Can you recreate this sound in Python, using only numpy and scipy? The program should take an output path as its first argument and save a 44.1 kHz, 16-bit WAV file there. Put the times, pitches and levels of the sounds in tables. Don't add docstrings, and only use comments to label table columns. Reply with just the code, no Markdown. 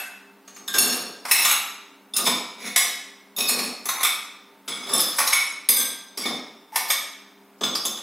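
import sys
import numpy as np
from scipy import signal
from scipy.fft import rfft, irfft
from scipy.io import wavfile
from scipy.ndimage import uniform_filter1d

SR = 44100
rng = np.random.default_rng(int(sys.argv[2]) if len(sys.argv) > 2 else 0)


def wrap_up_sound(samples):
    columns = np.atleast_2d(samples).T
    tamed = np.clip(columns, -1, 1)
    steps = np.round(tamed * 32767).astype(np.int16)
    wavfile.write(sys.argv[1], SR, steps)


def gain_from_db(level_db):
    decades = np.asarray(level_db, float) / 20
    return 10 ** decades


N = 353682
LEAD = SR // 2

TURN_STARTS = [-.5, .46, .66, .78, 1.24, 1.305, 1.44, 2.12, 2.25, 2.57, 2.75, 3.35, 3.47, 3.84, 4.02, 4.66,
               4.88, 4.99, 5.17, 5.26, 5.32, 5.67, 5.76, 6.16, 6.24, 6.7, 6.89, 7.59, 7.74, 7.84]
# frequency in Hz, width in Hz, level in dB.
EARLIER = [(1577.8, 34, 13), (2294, 36.6, -6), (2650, 30.5, 6.5), (8780, 54, -10), (11500, 23, 5)]
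NEARING_1 = [(1230, 59, -5), (4500, 39, -6.5), (5300, 63, -13.5), (6452, 36, 10.5), (8310, 40, -8.5),
             (2800, 40, -2)]
RACKED_1 = [(1610.3, 15.4, 3), (2802, 27, -12.5), (3571, 100, 1), (5248, 27, 0.5), (6565, 65, -0.5),
            (8010, 39, -5.5), (10300, 44, -8), (11600, 34, -6), (13100, 57.8, -8)]
SEATED_1 = [(1580, 37, -10), (2758.4, 56, -8), (3505, 82, -11), (4394, 100, -2.5), (5380, 83, -6.5),
            (6674, 64, -5.5), (8393, 36, -16.5), (9710, 69, -2), (10655, 57, -15), (12190, 56, -11.5),
            (12750, 61, -9.5)]
LOOSENED_2 = [(1040, 60, -5.5), (2200, 72, -16), (5300, 51, -12.5), (8390, 49, -15), (11180, 37, -12.5),
              (12490, 27, -24)]
LIFTED_2 = [(1015.5, 46.3, -4.5), (2118, 28, 1.5), (2360, 34, -8), (2649, 44.7, 1.5), (3890, 47, -4.0),
            (5367, 38, 4.0), (6600, 120, -11.5), (7900, 39, -9.5), (8170, 36, -3.5), (8840, 59, -3),
            (10590, 120, 3.0), (13490, 77, 3)]
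FREED_2 = [(1260.3, 53.4, 1.5), (2196, 49.7, -2.0), (2813, 33, 0.43), (3488, 22, -7.5), (3742, 86.3, -1.5),
           (3866, 20, -0.5), (6555, 55, -2), (7806, 46, -2.0), (10420, 91, 2.5), (11690, 45, 7),
           (12500, 81, -7.5), (13400, 40, -7)]
RACKED_2 = [(1226, 12, 0), (2720, 26, 2), (3530, 50, -4), (3710, 31, 9), (5162, 110, 7), (6480, 180, -12),
            (8930, 28, -6), (9320, 36, 4.5), (10323, 60, -2), (12435, 48, -17.5), (12467, 47, -13)]
SEATED_2 = [(999.7, 32, -3.5), (2290, 28, -12), (3581, 91, 0.5), (5192, 62, 3.5), (6670, 64, -9),
            (7870, 36, -7.5), (10454, 35, 5), (11570, 37, -16.5), (12050, 130, -9)]
LOOSENED_3 = [(2194, 30, 2), (3796, 49, -7.5), (5540, 63, -5), (6620, 28, -8.5), (10054, 31, -19.5),
              (10380, 39, -12)]
LIFTED_3 = [(2133, 40.8, 7), (3397, 61, -1.5), (3868, 29, -8), (5090, 31, -1.5), (5869, 120, -5.5),
            (6845, 50, -5), (7870, 29, -1.5), (8650, 30, -6), (9920, 94, -10.5), (10050, 32, 2.5),
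            (11110, 41, -2.5), (11800, 35, -5), (12400, 38, -7)]
RACKED_3 = [(2515, 12.6, 2), (3670, 50.6, 1), (5366, 89, -3), (6515, 28, -6.5), (10842, 44, -3.5)]
SEATED_3 = [(2496, 20, -9), (4332, 90, -3.5), (5312, 44, 0.5), (6818, 56, -9), (8260, 59, -11),
            (9340, 34, -17), (10537, 57, -4), (11952, 63, -9), (12870, 48, -9)]
LIFTED_4 = [(990, 84, 0.5), (2102, 72, -2), (3740, 43, -8), (6170, 60, -5), (7580, 35, -16.5),
            (10080, 330, -8.5), (11390, 55, -7.5), (13300, 33, -8.5)]
FREED_4 = [(1270, 49, -5), (2290, 21, -3), (3613, 35, 1), (3750, 44, -8), (5310, 70, -9), (7760, 70, -9.5),
           (8840, 64, -9), (10440, 43, -10), (11160, 130, -1.5), (11510, 190, -7.5), (12170, 31, -13),
           (13370, 41, -10.5)]
RACKED_4 = [(1254.4, 26, -4), (2202, 33, -7.5), (3426, 39, -0.5), (3725, 29, -5.5), (5094, 37, -4),
            (5240, 26, -9.5), (6280, 75, -12), (7990, 82, -8.5), (9990, 41, -7)]
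SEATED_4 = [(1270.5, 45, -13.5), (3570, 73.6, -2.5), (5290, 46, 4), (6420, 27, -13), (7690, 27, 0.5),
            (10376, 58, 0), (11126, 25, -6.5), (13050, 46, -10)]
SETTLED_4 = [(1207.5, 57, -12), (3522, 66, -3), (5117, 82, 2), (6182, 48, -10), (10473, 68, 4),
             (12400, 32, -16.5), (13100, 24, -1)]
LOOSENED_5 = [(1017, 42, 2.5), (2323, 34, -7), (3397, 140, -23.5), (5297, 38, -1.5), (6140, 26, -7.5),
              (7890, 29, -18.5), (8130, 41, -5), (9940, 36.3, 7), (10600, 39, -4.5), (11500, 164.4, -3)]
TIPPED_5 = [(1000, 148.9, -8.5), (4095, 170, -17.5), (5520, 24, -5.5), (6530, 36, -7), (9060, 30, -4.5),
            (10000, 32, -4.5), (11594, 58, -3), (12860, 76, 1)]
LIFTED_5 = [(1223, 76, -11.0), (2211, 71.6, 0.5), (3577, 42, -1), (3824, 23, -6.5), (5290, 71, -3),
            (6535, 64, -5.0), (8030, 97, -12.5), (8660, 42, -4.5), (10762, 36, 1.5), (11500, 54, -8.0),
            (13200, 41, -9)]
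RACKED_5 = [(2174, 62, 1), (3610, 27, 0), (4913, 34, 2), (6250, 40, -7.5), (8380, 110, -2.5),
            (9531, 19, 7.5), (10550, 65, 5.5), (11450, 54, -0.5), (12540, 47.8, -4), (13412, 54, -4)]
LEANED_5 = [(1642, 7.83, -9.0), (2107, 39, -6.5), (3392, 52, 0.0), (3600, 51.3, 2.5), (6257, 38, -4),
            (7800, 38, -10.5), (8350, 75, -1.5), (9460, 32, -8.5), (10410, 64, -10.0), (11350, 33, -7.0),
            (12140, 41, -11.5), (13500, 67, -9.5)]
NUDGED_5 = [(2206, 30, -18.5), (3404, 46, -6), (4840, 69, 5), (5470, 31.4, 9), (6580, 26.6, -21.5),
            (7996, 25, -1), (10160, 28, 0.5), (11370, 56, -5.0)]
SEATED_5 = [(1173, 47, -13.5), (2210, 45, -6), (3550, 54, 0.5), (5195, 90, -3.5), (6600, 95, -16), ]
LIFTED_6 = [(861.2, 27, 7), (1969, 110, -1.5), (5014, 46, -17), (5520, 31, -8), (8740, 95, -13),
            (10000, 50, -14.5), (10700, 91, -10), (11620, 23, 1.5), (12900, 58, -4.5)]
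FREED_6 = [(2117, 61, -6), (3671.5, 51, -4.5), (5200, 85, -6), (6513, 133, -3.5), (8620, 59, -3),
           (9344, 47, -17), (10440, 140, -11.5), (11600, 78, 3.5), (12670, 31, -11.5), (13090, 29, -3),
           (13500, 38, -10.5)]
RACKED_6 = [(3483, 84, 3.5), (5094, 81, -0.5), (6334, 62, -1), (7750, 72, -4), (8400, 40, -14.5), ]
NUDGED_6 = [(1234, 33, -3), (3473, 74, -14.5), (4835, 52, 6.5), (5408, 34, 3.5), (6520, 35, -3.5),
            (8650, 36, -14.5), (10500, 58, -9.5)]
SEATED_6 = [(3478, 116, 1.5), (5130, 60, -9.5), (6276, 36, -0.5), (6770, 28, -4), (7576, 19, -5),
            (10210, 110, -4), (11000, 150, -10), (12700, 34, -11.5), (14000, 130, -8.5)]
# frequency in Hz, width in Hz, level in dB.
PLATE_MODES = [EARLIER, NEARING_1, RACKED_1, SEATED_1, LOOSENED_2, LIFTED_2, FREED_2, RACKED_2, SEATED_2,
               LOOSENED_3, LIFTED_3, RACKED_3, SEATED_3, LIFTED_4, FREED_4, RACKED_4, SEATED_4, SETTLED_4,
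               LOOSENED_5, TIPPED_5, LIFTED_5, RACKED_5, LEANED_5, NUDGED_5, SEATED_5, LIFTED_6, FREED_6,
               RACKED_6, NUDGED_6, SEATED_6]
GRIP = [2.3, 1.28, 2.01, 1.27, 2.66, 2.94, 3.49, 1.52, 1.94, 1.6, 1.9, 2.3, 1.506, 2.7, 2.46, 2.1, 1.82,
        1.6, 5, 3, 1.8, 1.25, 1.55, 2.6, 1.77, 4.37, 2.65, 2.26, 2, 2.2]
# time in seconds, peak in dB, bare crack against ring in dB, brightness in dB.
STACK_BLOWS = [(-.12, -5.5, 1, -4), (1.251, -35, 19, -13.5), (1.312, -4.5, 7.5, -5),
               (1.317, -9.5, 2.5, -1.5), (1.449, -8, 5, -3.5), (1.49, -17.5, 1.5, -12.5),
               (1.513, -13.5, 4.5, -4), (2.76, -2.5, 2, -7), (2.776, -12, 7, 2), (3.855, -24, 8.5, -0.5),
               (3.887, -17, 9, -5.5), (4.007, -19.5, 1.5, -7), (4.03, -16.5, 11, -5), (4.047, -12, 6, -8),
               (5.184, -12, 8, -9), (5.272, -14.5, 8.5, -6.5), (5.2, -12.5, 2.5, -12),
               (5.33, -6.5, 2, -7.5), (6.757, -18, 12.5, -8), (6.775, -22.5, 3.5, -4.5),
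               (6.901, -11, 6.5, -10.5), (6.909, -13.5, 3, -9.5)]
# time in seconds, peak in dB, bare crack against ring in dB, brightness in dB.
RACK_BLOWS = [(0.476, -44.5, 13, -11.5), (0.561, -30.5, 1, -10), (0.678, -17.5, -7, -5),
              (0.74, -11.5, -2, -10), (0.75, -14, -1, -6.5), (0.784, -3, -9.5, 4.5), (0.925, -17.5, 5, -4),
              (2.137, -21.5, -15.5, 5), (2.164, -13, 7.5, 4.5), (2.255, -13.5, -5, -2),
              (2.263, -11, 1, -10.5), (2.27, -10, 1.5, -11.5), (2.282, -16, -13.5, -9),
              (2.298, -23.5, -8, 2.5), (3.364, -26.5, -5, 16), (3.384, -14, 0.5, -1),
              (3.405, -6.5, -25.5, -3.5), (3.484, -9.5, -3, 2), (3.491, -10, -2.5, -10),
              (3.508, -16, -6, -9.5), (3.589, -17, 3, -15.5), (4.68, -22, 4, -5.5),
              (4.719, -19.5, -17.5, -16.5), (4.832, -24.5, -18.5, -13.5), (4.892, -21.5, -2, -20),
              (4.935, -7.5, -30.5, -3), (4.945, -12.5, -3, -12.5), (4.978, -11, -15, -4),
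              (5.003, -11.5, -15, 2), (5.056, -18, -10.5, -11.5), (5.688, 2, 1.5, 1),
              (5.702, -15, -3.5, -9), (5.767, -10, -14, 4.5), (5.797, -14, -13, 2.5), (6.173, -23.5, 6, -6),
              (6.255, -12.5, -6, -9.5), (7.609, -25.5, 1, -24), (7.635, -11.5, -2, -15.5),
              (7.648, -21, -0.5, -5.5), (7.697, -27.5, -3.5, -20), (7.752, -10, -5, -8.5),
              (7.852, -13.5, -9, -2), (7.865, -19.5, -1, -8), (7.973, -26.5, 0, -16.5)]
# start in seconds, length in seconds, plate chatter in dB, rack shake in dB.
SLIDES = [(.47, 0.254, -50.5, -50), (1.26, 0.2115, -10.5, -42.5), (1.36, 0.229, -7, -74.5),
          (2.14, 0.0867, -10.5, -36), (2.19, 0.1505, -21, -24), (2.58, 0.1484, -16, -36),
          (3.45, 0.2588, -18, -31.5), (3.93, 0.2, -16.5, -63), (4.86, 0.1407, -11.5, -25),
          (5.73, 0.1313, -19.5, -35.5), (6.72, 0.057, -20.5, -49.5)]
# start in seconds, length in seconds, plate chatter in dB, rack shake in dB.
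JOLTS = [(.68, 0.056, -24, -39), (.748, 0.3526, -15, -27), (3.375, 0.362, -19.5, -34),
         (3.855, 0.338, -27, -47.5), (4.678, 0.256, -21, -39), (4.99, 0.2625, -14, -41),
         (5.185, 0.058, -15.5, -40.5), (5.325, 0.064, -9, -61.5), (5.695, 0.0442, -23.5, -27),
         (6.175, 0.2, -18, -38.5), (6.255, 0.121, -24, -27), (7.61, 0.202, -22.5, -30.5),
         (7.85, 0.129, -25, -34.5)]
# time in seconds, frequency in Hz, level in dB, t60 in seconds.
SINGING_RIMS = [(.678, 1598, -34.5, 1.28), (.742, 1584, -26, 0.52), (2.185, 1226, -31, .4),
                (4.933, 5300, -25, 0.315), (6.725, 873, -34, 0.306), (2.136, 3550, -18, 0.0516),
                (2.262, 2290, -29, 0.88), (2.77, 3368, -30, 0.738), (3.364, 3670, -23.5, 0.085),
                (4.72, 3300, -33, 0.36), (4.932, 3570, -18.5, 0.22), (5.77, 1580, -34.5, 0.92),
                (6.235, 2232, -27, 0.42)]
# frequency in Hz, density in dB per Hz.
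CONTACT_SPECTRUM = [(290, -78), (500, -8.5), (2160, -2.5), (3020, -6.5), (3390, -3.5), (7310, -7),
                    (10400, -6), (16000, -11)]
# frequency in Hz, t60 in seconds, level in dB.
STACK_HOLLOW = [(802.3, 0.099, -1.5), (862.6, 0.11, -1), (1079.4, 0.033, 10.5), (1193.2, 0.28, -0.5)]
# frequency in Hz, width in Hz, level in dB.
RACK_MODES = [(225.3, 42.8, 9), (271.4, 117, 9.5), (393, 139, 8.5), (662, 292, 5), (1192.5, 180, 2.5)]
# frequency in Hz, t60 in seconds.
KITCHEN_DECAY = [(150, 0.67), (500, 0.732), (2000, 0.774), (5000, 0.698), (10000, 0.44), (16000, 0.35)]
# frequency in Hz, density in dB per Hz.
AIR_SPECTRUM = [(24, -91.5), (163, -31.5), (189, -2), (345, -8.5), (942, -6.5), (1300, -10), (6650, -26),
                (16000, -22)]
# frequency in Hz, rms level in dB.
COMPRESSOR_LINES = [(199, -56), (274, -56), (301, -62), (400, -55), (899, -61)]

RING_DB, CHATTER_DB = -15.5, -12


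def at_hz(points, hz):
    points = np.array(points)
    return np.interp(np.log(np.maximum(hz, 1)), np.log(points[:, 0]), points[:, 1])


def rms_one(x):
    return x / np.sqrt(np.mean(x ** 2) + 1e-20)


def coloured(spectrum, size):
    hz = np.fft.rfftfreq(size, 1 / SR)
    white = rng.standard_normal(size)
    return rms_one(irfft(rfft(white) * gain_from_db(at_hz(spectrum, hz)), size))


def ring(clicks, hz, t60):
    radius, angle = gain_from_db(-60 / (t60 * SR)), 2 * np.pi * hz / SR
    feedback = [1, -2 * radius * np.cos(angle), radius * radius]
    return signal.lfilter([0, np.sin(angle)], feedback, clicks + 1e-18)


def grains(per_s, spread_db):
    size = N + LEAD
    heights = gain_from_db(spread_db * np.minimum(rng.exponential(1, size), 3))
    heights = heights * rng.choice([-1, 1], size)
    return rms_one(heights * (rng.random(size) < per_s / SR))


def turn_at(s):
    return np.searchsorted(TURN_STARTS, s) - 1


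def struck():
    common_clink_hz = 3550
    stack, in_rack = (-28, 0.607, -8), (-37.5, .6, 0.1)
    rows = []
    for blows, (knock_db, follows, clink_db) in ((STACK_BLOWS, stack), (RACK_BLOWS, in_rack)):
        for blow in blows:
            modes = PLATE_MODES[turn_at(blow[0])]
            clink_hz = min((abs(hz - common_clink_hz), hz) for hz, width, db in modes)[1]
            rows.append((*blow, knock_db + follows * blow[1], clink_hz, clink_db))
    return np.array(sorted(rows))


def plates(chatter, damping, scatter_db, split):
    out, blows = np.zeros(N + LEAD), struck()
    stagger = round(.0025 * SR)
    luck = rng.standard_normal((len(blows), 60))
    turn_ends = TURN_STARTS[1:] + [N / SR]
    for start, end, modes, grip in zip(TURN_STARTS, turn_ends, PLATE_MODES, GRIP):
        mine = (blows[:, 0] >= start) & (blows[:, 0] < end)
        peak_db, bright_db = blows[mine, 1], blows[mine, 3]
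        first = round(start * SR) + LEAD
        span = slice(first, first + round((end - start) * SR) + SR // 3)
        rub = chatter[span] * (np.arange(len(out[span])) < (end - start) * SR)
        at = np.round(blows[mine, 0] * SR).astype(int) + LEAD - first
        loudest_db = max(level_db for hz, width, level_db in modes)
        for k, (hz, width, level_db) in enumerate(modes):
            t60 = np.clip(damping / (grip * width), .02, .3)
            hardness_db = (bright_db + 8) * np.log2(hz / 4000) / 3
            for side in (-1, 0, 1):
                clicks = rub * np.sqrt(1 / (t60 * SR))
                chance_db = scatter_db * luck[mine, 3 * k + side + 1]
                clicks[at + stagger * (side + 1)] += gain_from_db(peak_db + RING_DB + hardness_db + chance_db)
                height = (-1) ** (k + side) * gain_from_db(level_db - loudest_db) * np.sqrt(0.068 / t60)
                out[span] += height * ring(clicks, hz + split * grip * width * side, t60)
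    return signal.sosfilt(signal.butter(2, 550, "high", fs=SR, output="sos"), out)


def favoured(x, modes):
    spread_hz, between_db = 210, -12
    hz = np.fft.rfftfreq(len(x), 1 / SR)
    top_db = max(db for f, width, db in modes)
    humps = [gain_from_db(0.53 * (db - top_db)) / (1 + ((hz - f) / (spread_hz + width)) ** 2) for f, width, db in modes]
    return rms_one(irfft(rfft(x) * (gain_from_db(between_db) + np.max(humps, axis=0)), len(x)))


def contact(size, length_s):
    t = np.arange(size) / SR / length_s
    spray = t * np.exp(-t) * rng.standard_normal(size) ** 3
    return spray / np.sqrt(np.sum(spray ** 2))


def cracks(rise_s, short_s, long_s, long_db):
    crack_level_db, hollow_level_db = -9, -2.5
    clink_level_db, clink_t60_s = -6.5, 0.032
    low_hz, high_hz, shimmer_db, shimmer_t60_s = 6467, 14866, -31.5, 0.13
    t = np.arange(SR // 5) / SR
    out = np.zeros(N + LEAD + len(t))
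    decay = gain_from_db(-60 * t / short_s) + gain_from_db(long_db - 60 * t / long_s)
    shape = (1 - np.exp(-(t / rise_s) ** 2)) * decay
    shimmer_shape = (1 - np.exp(-t / rise_s)) * gain_from_db(-60 * t / shimmer_t60_s)
    fine_hz = low_hz + (high_hz - low_hz) * rng.random((len(TURN_STARTS), 30))
    tap = np.arange(len(t)) == 0
    for s, peak_db, crack_db, bright_db, hollow_db, clink_hz, clink_db in struck():
        turn = turn_at(s)
        tilt = [(f, db + (bright_db + 9.5) * np.log2(f / 4000) / 2) for f, db in CONTACT_SPECTRUM]
        burst = shape * favoured(coloured(tilt, len(t)), PLATE_MODES[turn])
        touch = contact(size=len(t), length_s=0.00285)
        knock = sum(gain_from_db(db + 2 * rng.normal()) * ring(touch, hz, t60) for hz, t60, db in STACK_HOLLOW)
        clink = ring(tap, clink_hz * 1.1, clink_t60_s) + ring(tap, clink_hz * 0.91, clink_t60_s)
        heights = gain_from_db(peak_db + bright_db + shimmer_db + 6.8 * rng.standard_normal(30))
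        shimmer = heights @ np.sin(2 * np.pi * np.outer(fine_hz[turn], t))
        at = round(s * SR) + LEAD
        span = slice(at, at + len(t))
        out[span] += shimmer * shimmer_shape
        out[span] += gain_from_db(peak_db + crack_db + crack_level_db) * burst
        out[span] += gain_from_db(hollow_db + hollow_level_db) * knock
        out[span] += gain_from_db(peak_db + RING_DB + clink_level_db + clink_db) * clink
    return out[:N + LEAD]


def kitchen(x, first_s, build_s):
    t, echo = np.arange(SR) / SR, 0
    edges = 100 * 2 ** np.arange(0, 7.6, .5)
    for low, high in zip(edges, edges[1:]):
        band_pass = signal.butter(2, [low, high], "band", fs=SR, output="sos")
        band = signal.sosfilt(band_pass, rng.standard_normal(SR))
        echo = echo + band * gain_from_db(-60 * t / at_hz(KITCHEN_DECAY, np.sqrt(low * high)))
    echo = echo * np.clip((t - first_s) / build_s, 0, 1)
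    return signal.fftconvolve(x, echo / np.sqrt(np.sum(echo ** 2)))[:len(x)]


def background():
    t, lines = np.arange(N) / SR, 0
    for hz, db in COMPRESSOR_LINES:
        waver = rms_one(ring(rng.standard_normal(N), hz, 0.42))
        lines = lines + gain_from_db(db) * (0.539 * np.sin(2 * np.pi * hz * t) + 0.233 * waver)
    return gain_from_db(-56) * coloured(AIR_SPECTRUM, N) + lines


def moving(rows, rise, start_db, end_db):
    out = np.zeros((2, N + LEAD + SR))
    for s, length, chatter_db, shake_db in rows:
        part, at = np.linspace(0, 1, round(length * SR)), round(s * SR) + LEAD
        shape = np.interp(part, [0, np.clip(rise, .01, .99), 1], [start_db, 0, end_db])
        out[:, at:at + len(part)] += gain_from_db(shape + [[chatter_db], [shake_db]])
    return out[:, :N + LEAD]


def rasp():
    noise = coloured(CONTACT_SPECTRUM, N + LEAD)
    edges = [round(s * SR) + LEAD for s in TURN_STARTS] + [N + LEAD]
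    parts = [favoured(noise[a:b], modes) for a, b, modes in zip(edges, edges[1:], PLATE_MODES)]
    return np.concatenate(parts)


def rack(shake):
    jolts, body = grains(per_s=700, spread_db=3.0), 0
    for k, (hz, width, db) in enumerate(RACK_MODES):
        body = body + gain_from_db(db) * (-1) ** k * rms_one(ring(jolts, hz, 1.865 / width))
    return shake * rms_one(body)


def singing(rise_s):
    age, out = np.arange(SR) / SR, np.zeros(N + LEAD + SR)
    for s, hz, db, t60 in SINGING_RIMS:
        at = round(s * SR) + LEAD
        envelope = gain_from_db(db - 60 * age / t60) * (1 - np.exp(-age / rise_s))
        out[at:at + SR] += envelope * np.sin(2 * np.pi * hz * age)
    return out[:N + LEAD]


def scene():
    sliding = moving(SLIDES, rise=.65, start_db=-16, end_db=-19)
    slide, shake = sliding + moving(JOLTS, rise=0.071, start_db=2.2, end_db=-19)
    touches = grains(per_s=1100, spread_db=4.0)
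    grain_decay = gain_from_db(-60 * np.arange(SR // 50) / SR / 0.026)
    grain = signal.fftconvolve(np.abs(touches), grain_decay)[:N + LEAD]
    close = plates(slide * gain_from_db(CHATTER_DB) * touches, damping=4.7, scatter_db=4.0, split=.4)
    close = close + slide * gain_from_db(CHATTER_DB - 4.5) * rms_one(grain * rasp())
    close = close + gain_from_db(-4) * rack(shake)
    close = close + cracks(rise_s=0.0021, short_s=0.052, long_s=0.12, long_db=-8)
    close = signal.sosfilt(signal.butter(2, 170, "high", fs=SR, output="sos"), close)
    heard = close + gain_from_db(-0.5) * kitchen(close, first_s=0.0009, build_s=0.0027)
    heard = (heard + singing(rise_s=0.0024))[LEAD:] + background()
    return np.tile(heard, (2, 1))


def noise_fill(x, from_hz, share, peaky_db):
    width_hz = 690
    hz, _, tiles = signal.stft(x, SR, nperseg=2048, noverlap=1024)
    noise = signal.stft(rng.standard_normal(x.shape), SR, nperseg=2048, noverlap=1024)[2]
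    for low in np.arange(from_hz, 16000, width_hz):
        band = (hz >= low) & (hz < low + width_hz)
        power = np.abs(tiles[0, band]) ** 2
        mean = power.mean(axis=0)
        peaky = 10 * np.log10(power.max(axis=0) / mean)
        runs = rms_one(uniform_filter1d(rng.standard_normal(len(peaky)), size=4))
        steady = mean < 30 * np.roll(mean, 2)
        chosen = steady & (peaky + 1.5 * runs < peaky_db + share * low / 10000)
        level = np.sqrt(mean / np.mean(np.abs(noise[:, band]) ** 2, axis=1))
        tiles[:, band] = np.where(chosen, noise[:, band] * level[:, None], tiles[:, band])
    return signal.istft(tiles, SR, nperseg=2048, noverlap=1024)[1][:, :N]


def low_pass(x):
    return signal.sosfilt(signal.butter(12, 16650, fs=SR, output="sos"), x)


def record(dry):
    limit_db, release_db_s = -16, 58
    level_db = 20 * np.log10(uniform_filter1d(np.abs(dry[0]), size=256) + 1e-9)
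    over = np.maximum(level_db - limit_db, 0)
    fall = release_db_s * np.arange(N) / SR
    held = np.maximum.accumulate(over + fall) - fall
    smooth = np.exp(-1 / (0.0011 * SR))
    duck_db = np.roll(signal.lfilter([1 - smooth], [1, -smooth], held), -60)
    limited = .8 * np.tanh(dry * gain_from_db(-.6 * duck_db) / .8)
    cut = signal.sosfilt(signal.butter(1, 60, "high", fs=SR, output="sos"), limited)
    cut = signal.sosfilt(signal.cheby2(14, 30, 15950, fs=SR, output="sos"), cut)
    mix = noise_fill(cut, from_hz=4130, share=1.3, peaky_db=4.5)
    return low_pass(mix)


dry = scene()
out = record(dry)
wrap_up_sound(out)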